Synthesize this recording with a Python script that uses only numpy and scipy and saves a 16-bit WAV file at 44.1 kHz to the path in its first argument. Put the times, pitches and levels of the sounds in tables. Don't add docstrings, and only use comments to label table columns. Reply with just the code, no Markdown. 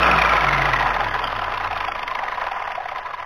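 import sys
import numpy as np
from scipy import signal
from scipy.fft import rfft, irfft
from scipy.io import wavfile
from scipy.ndimage import uniform_filter1d, map_coordinates

SR = 44100
rng = np.random.default_rng(int(sys.argv[2]) if len(sys.argv) > 2 else 0)


def boost_factor(decibels):
    exponent = np.asarray(decibels, float) / 20
    return 10 ** exponent


def unload_wav(signal):
    wavfile.write(
        sys.argv[1],
        SR,
        np.round(np.clip(np.atleast_2d(signal).T, -1, 1) * 32767).astype(np.int16),
    )


N = 143325
TIME = np.arange(N) / SR
START_HZ = 61.52
LOW_SR = 8000


def rms_one(x):
    return x / np.sqrt(np.mean(x ** 2) + 1e-20)


def coloured(x, points):
    hz, db = np.transpose(points)
    edge = 1024
    wide = np.pad(x, edge, mode="reflect")
    f = np.maximum(np.fft.rfftfreq(len(wide), 1 / SR), 1)
    gain = boost_factor(np.interp(np.log(f), np.log(hz), db))
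    return irfft(rfft(wide) * gain, len(wide))[edge:-edge]


def filtered(x, hz, kind):
    return signal.sosfilt(signal.butter(2, hz, kind, fs=SR, output="sos"), x)


def drift(rate):
    r = np.exp(-2 * np.pi * rate / SR)
    noise = rng.standard_normal(N + SR)
    return rms_one(signal.lfilter([1], [1, -2 * r, r * r], noise)[SR:])


def resonance(x, hz, width_hz):
    r = np.exp(-np.pi * width_hz / SR)
    feedback = [1, -2 * r * np.cos(2 * np.pi * hz / SR), r * r]
    return signal.lfilter([(1 - r * r) / 2, 0, (r * r - 1) / 2], feedback, x)


def soft_limit(x, ceiling):
    return x / (1 + (x / ceiling) ** 4) ** 0.25


def turns():
    drag_per_s, friction_hz = 0.27, 23.08
    speed_hz = (START_HZ + friction_hz) * np.exp(-drag_per_s * TIME) - friction_hz
    return np.cumsum(speed_hz) / SR


def coast_levels():
    # (time [s], grind [dB], shaft hum [dB], rotor hum [dB])
    coast = [
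        (0, -17.5, -32, -41),
        (0.251, -19, -33.5, -37.5),
        (.42, -20.5, -35.5, -42.5),
        (0.599, -22, -34, -37),
        (.9, -24.5, -37, -45.5),
        (1.2, -28, -41.5, -48.5),
        (1.601, -30, -44, -52),
        (2.0, -32, -48, -57),
        (2.501, -32.5, -52.5, -55),
        (3.25, -38, -62.5, -67),
    ]
    s, *columns = np.transpose(coast)
    return [np.interp(TIME, s, column) for column in columns]


def hum(angle, shaft_db, rotor_db):
    rotor_ratio = 2.82
    once = boost_factor(0.27 * drift(21.0)) * np.sin(2 * np.pi * angle)
    twice = boost_factor(-20.5) * np.sin(4 * np.pi * angle + 1)
    rotor = np.sin(2 * np.pi * rotor_ratio * angle + 1.1 * drift(6.7))
    return boost_factor(shaft_db) * (once + twice) + boost_factor(rotor_db + 4.4 * drift(3.6)) * rotor


def teeth(angle, wobble, uneven_db, grit, odd_db):
    teeth_per_turn = 42.3
    count = np.floor(teeth_per_turn * angle + wobble * drift(150.0))
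    strength = boost_factor(uneven_db * rng.standard_normal(N) + odd_db * (count % 2))
    clicks = np.abs(np.diff(count, prepend=count[0])) * strength
    grains = rng.standard_normal(N) * boost_factor(3.5 * drift(440.0))
    return rms_one(clicks - uniform_filter1d(clicks, size=200)) + grit * rms_one(grains)


def chassis(x):
    # (frequency [Hz], width [Hz], level [dB], gain at full speed [dB])
    plate_rings = [(682, 230, -7.5, -9), (766.3, 36.6, 2.5, 2.5), (997.4, 84, -0.5, -7),
                   (1337, 49, -4, 10.5), (1645, 210, -18.5, -7), (2237, 210, -8.5, 0.5)]
    out, speed = 0, np.gradient(turns()) * SR / START_HZ
    for k, (hz, width, db, fast_db) in enumerate(plate_rings):
        out = out + (-1) ** k * boost_factor(db + fast_db * speed ** 2) * resonance(x, hz, width)
    return out


def grind(angle, grind_db):
    # (frequency [Hz], level per Hz [dB])
    grind_colour = [(150, -30.5), (420, -11.5), (730, -5), (1270, -3.5), (2300, -8), (3200, -17),
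                    (3990, -18)]
    plate_share = 0.54
    mesh = teeth(angle, wobble=0.23, uneven_db=5, grit=8.0, odd_db=4.5)
    both = rms_one(coloured(mesh, grind_colour)) + plate_share * rms_one(chassis(mesh))
    return boost_factor(grind_db + 1.3 * drift(27.0)) * rms_one(both)


def evened(x):
    return x / np.sqrt(uniform_filter1d(x * x, size=150) + 1e-12)


def binding(rows, source, rise_s, fall_s, width_hz, peak_db):
    out = np.zeros(N)
    for s, db, hz in rows:
        near = np.arange(max(int((s - 0.04) * SR), 0), min(int((s + 0.04) * SR), N))
        ring = resonance(source[near], hz, width_hz)
        d = near / SR - s
        swell = np.exp(-0.5 * (d / np.where(d < 0, rise_s, fall_s)) ** 2)
        out[near] += boost_factor(db) * swell * evened(source[near] + boost_factor(peak_db) * ring)
    return out


def thuds(angle):
    # (time of peak [s], level [dB], plate pitch [Hz])
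    thud_binds = [(0.027, -10.0, 1020), (0.058, -11.0, 1290), (0.079, -11.0, 1210), (0.133, -12.0, 1380),
                  (0.143, -9.0, 1270), (0.182, -12.0, 1270), (0.259, -12.0, 1280), (0.308, -12.0, 1340),
                  (0.322, -10.0, 1300), (0.338, -9.0, 1080), (0.382, -11.0, 1270), (0.445, -13.0, 1140),
                  (0.473, -12.0, 1310), (0.489, -13.0, 1320), (0.533, -16.0, 1320), (0.562, -14.0, 1000),
                  (0.595, -12.0, 740), (0.621, -16.0, 970), (0.658, -17.0, 1600), (0.689, -14.0, 820),
                  (0.74, -9.0, 1020), (0.812, -13.0, 980), (0.833, -15.0, 1010), (0.863, -12.0, 990),
                  (0.873, -15.0, 1010), (0.908, -13.0, 1080), (0.968, -12.0, 800), (1.0, -16.0, 1020),
                  (1.016, -17.0, 760), (1.033, -19.0, 1000), (1.068, -16.0, 810), (1.144, -18.0, 1160),
                  (1.154, -18.0, 1000), (1.197, -18.0, 1020), (1.241, -15.0, 1140), (1.28, -20.0, 1090),
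                  (1.33, -20.0, 1220), (1.364, -22.0, 1030), (1.395, -19.0, 1650), (1.422, -16.0, 1020),
                  (1.448, -20.0, 990), (1.473, -23.0, 1100), (1.52, -19.0, 1210), (1.546, -18.0, 990),
                  (1.577, -19.0, 1070), (1.611, -21.0, 730), (1.647, -17.0, 1200),
                  (1.673, -17.0, 1070), (1.712, -20.0, 780), (1.733, -17.0, 750), (1.767, -16.0, 1200),
                  (1.81, -21.0, 1020), (1.844, -18.0, 1040), (1.887, -15.0, 760), (1.921, -19.0, 1080),
                  (1.957, -21.0, 1200), (1.995, -22.0, 1000), (2.035, -18.0, 1000), (2.081, -23.0, 1310),
                  (2.116, -17.0, 970), (2.156, -18.0, 1040), (2.194, -18.0, 1060), (2.223, -21.0, 1000),
                  (2.236, -16.0, 820), (2.282, -21.0, 1280), (2.325, -18.0, 930), (2.38, -16.0, 1020),
                  (2.421, -16.0, 1020), (2.469, -19.0, 1000), (2.519, -17.0, 760), (2.536, -23.0, 1000),
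                  (2.565, -19.0, 1270), (2.575, -23.0, 1230), (2.603, -19.0, 990), (2.623, -19.0, 790),
                  (2.679, -19.0, 780), (2.705, -21.0, 1030), (2.723, -23.0, 760), (2.755, -23.0, 1020),
                  (2.782, -17.0, 740), (2.806, -19.0, 720), (2.86, -19.0, 740), (2.891, -22.0, 1290),
                  (2.921, -20.0, 1000), (2.96, -22.0, 1270), (2.975, -24.0, 970), (2.99, -24.0, 750),
                  (3.056, -23.0, 1000), (3.066, -23.0, 1060), (3.111, -25.0, 1160), (3.139, -23.0, 1070),
                  (3.145, -25.0, 1040), (3.185, -24.0, 1030), (3.203, -23.0, 1010), (3.228, -24.0, 1310)]
    plates = chassis(teeth(angle, wobble=0.3, uneven_db=2, grit=1.0, odd_db=5.0))
    plates = filtered(plates, 2050, "low")
    return boost_factor(-6.5) * binding(thud_binds, plates,
                               rise_s=0.0032, fall_s=0.0044, width_hz=130, peak_db=9)


def rasps(angle):
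    # (time of peak [s], level [dB], strongest pitch [Hz])
    rasp_slips = [(0.033, -12.0, 2640), (0.069, -15.0, 2290), (0.116, -11.0, 2560), (0.189, -12.0, 2370),
                  (0.221, -9.0, 2350), (0.262, -16.0, 2270), (0.296, -13.0, 2280), (0.369, -15.0, 2260),
                  (0.411, -15.0, 2170), (0.446, -16.0, 2190), (0.491, -15.0, 2080), (0.531, -14.0, 2050),
                  (0.548, -17.0, 2070), (0.585, -17.0, 2120), (0.621, -13.0, 2020), (0.657, -14.0, 1990),
                  (0.691, -17.0, 1970), (0.736, -13.0, 1890), (0.765, -16.0, 1880), (0.799, -18.0, 1920),
                  (0.828, -17.0, 1850), (0.871, -22.0, 1810), (0.91, -21.0, 2210), (0.945, -20.0, 1810),
                  (1.007, -19.0, 1810), (1.046, -18.0, 2160), (1.087, -23.0, 2110), (1.113, -24.0, 2120),
                  (1.143, -18.0, 1810), (1.194, -20.0, 1890), (1.243, -21.0, 3040), (1.275, -24.0, 3110),
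                  (1.325, -23.0, 2060), (1.366, -23.0, 1840), (1.393, -24.0, 1810), (1.419, -26.0, 2850),
                  (1.444, -22.0, 1840), (1.521, -27.0, 2420), (1.546, -27.0, 2450), (1.578, -24.0, 2490),
                  (1.611, -26.0, 2150),
                  (1.646, -23.0, 2100), (1.676, -25.0, 2420), (1.712, -24.0, 2450), (1.732, -24.0, 2490),
                  (1.761, -26.0, 2410), (1.777, -22.0, 2170), (1.808, -21.0, 2420), (1.85, -23.0, 2170),
                  (1.884, -19.0, 3240), (1.922, -20.0, 1980), (1.954, -25.0, 2250), (1.995, -23.0, 2140),
                  (2.032, -22.0, 2310), (2.081, -20.0, 2030), (2.114, -24.0, 2440), (2.154, -21.0, 2020),
                  (2.192, -22.0, 1880), (2.24, -27.0, 1810), (2.285, -23.0, 1860), (2.32, -26.0, 1810),
                  (2.348, -27.0, 1810), (2.416, -23.0, 1810), (2.47, -24.0, 1830), (2.518, -24.0, 2270),
                  (2.568, -30.0, 1960), (2.599, -28.0, 1810), (2.625, -30.0, 2260), (2.676, -26.0, 1910),
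                  (2.721, -25.0, 2190), (2.755, -25.0, 2070), (2.859, -31.0, 2000), (2.889, -27.0, 1980),
                  (2.917, -29.0, 1970), (2.961, -29.0, 2000), (2.985, -27.0, 1870), (3.061, -31.0, 1980),
                  (3.11, -32.0, 2000), (3.137, -31.0, 1980), (3.146, -32.0, 1850), (3.202, -32.0, 1960),
                  (3.228, -33.0, 1950)]
    # (frequency [Hz], level per Hz [dB])
    rasp_colour = [(500, -29.5), (1200, -5.5), (1900, 1), (2600, -2), (3200, -1), (3990, -3.5)]
    scrape = coloured(teeth(angle, wobble=0.11, uneven_db=4.5, grit=1.1, odd_db=0), rasp_colour)
    return boost_factor(-2) * binding(rasp_slips, scrape,
                             rise_s=0.0029, fall_s=0.0023, width_hz=450, peak_db=6)


def room(x):
    t60_s = 0.091
    t = np.arange(SR // 5) / SR
    tail = rng.standard_normal(len(t)) * boost_factor(-60 * t / t60_s) * (t > 0.004)
    return signal.fftconvolve(x, tail / np.linalg.norm(tail))[:N]


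def rumble(shaft_db):
    steady = coloured(rng.standard_normal(N), [(20, 0.5), (100, 3.5), (300, -13.5), (4000, -63.0)])
    shudder = coloured(rng.standard_normal(N), [(50, -17.5), (120, -3), (300, -5), (600, -7), (4000, -60.5)])
    shake = filtered(rng.standard_normal(N), [210, 480], "band")
    fade = np.exp(-TIME / 0.59)
    low = boost_factor(-58) * rms_one(steady) + boost_factor(shaft_db - 4.5) * rms_one(shudder)
    return low + boost_factor(-35.5) * fade * rms_one(shake)


def scene():
    angle = turns()
    grind_db, shaft_db, rotor_db = coast_levels()
    motor = 1.29 * hum(angle, shaft_db, rotor_db)
    gears = filtered(grind(angle, grind_db) + thuds(angle) + rasps(angle), 380, "high")
    return (motor + gears + boost_factor(-14.5) * room(gears) + rumble(shaft_db))[None]


def thrifty_camera(x):
    # (start [s], length [s], lowest lost frequency [Hz])
    dropouts = [(.055, .04, 3790), (.47, .02, 4050), (.76, .025, 3700), (.80, .05, 3940),
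                (.893, .037, 3730), (1.1, .03, 3670), (1.16, .05, 3960), (1.21, .045, 3640),
                (1.464, .03, 3660), (1.864, .07, 3410), (2.022, .03, 3560), (2.535, .002, 3370),
                (2.637, .025, 3400), (2.742, .012, 3600), (3.012, .015, 3170), (3.165, .008, 3480)]
    hop = 128
    low_db, top_db = -30, -12
    floor_db = -38.5
    n, k = np.arange(2 * hop), np.arange(hop)
    window = np.sin(np.pi * (n + 0.5) / (2 * hop))
    waves = np.cos(np.pi / hop * np.outer(k + 0.5, n + 0.5 + hop / 2))
    basis = window * waves * np.sqrt(2 / hop)
    rows = np.pad(x, (hop, 2 * hop - len(x) % hop)).reshape(-1, hop)
    lines = np.hstack([rows[:-1], rows[1:]]) @ basis.T
    s = np.arange(len(lines))[:, None] * hop / LOW_SR
    hz = (k + 0.5) * LOW_SR / 2 / hop

    spread_db = 5 * rng.standard_normal((len(lines), hop // 8)).repeat(8, axis=1)
    step_db = np.interp(hz, [2400, 3500], [low_db, top_db]) + spread_db
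    step = boost_factor(step_db) * np.sqrt(np.mean(lines ** 2, axis=1, keepdims=True)) + 1e-9
    step = np.maximum(step, boost_factor(step_db - top_db + floor_db))
    lines = np.round(lines / step) * step

    for start, length, low_hz in dropouts:
        inside = abs(s - start - length / 2) <= (length + hop / LOW_SR) / 2
        lines = lines * np.where(inside & (hz > low_hz), boost_factor(-29), 1)
    halves = lines @ basis
    return (halves[1:, :hop] + halves[:-1, hop:]).ravel()[:len(x)]


def stretched(low):
    # (frequency [Hz], level [dB])
    image_trim = [(4000, 3), (6000, 4), (9000, 3.5), (11000, 9), (13000, 8.5), (15000, 12), (15800, 7)]
    places = TIME * LOW_SR
    return coloured(map_coordinates(low, [places], order=2, mode="nearest"), image_trim)


def low_pass(x):
    return signal.sosfilt(signal.butter(12, 15830, fs=SR, output="sos"), x)


def record(dry):
    low = signal.resample_poly(dry[0], 80, 441, window=("kaiser", 3.0))
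    low = thrifty_camera(soft_limit(low, 0.43))
    offset = -0.0025
    mix = (soft_limit(stretched(low), 0.76) + offset)[None]
    return low_pass(mix)


dry = scene()
out = record(dry)
unload_wav(out)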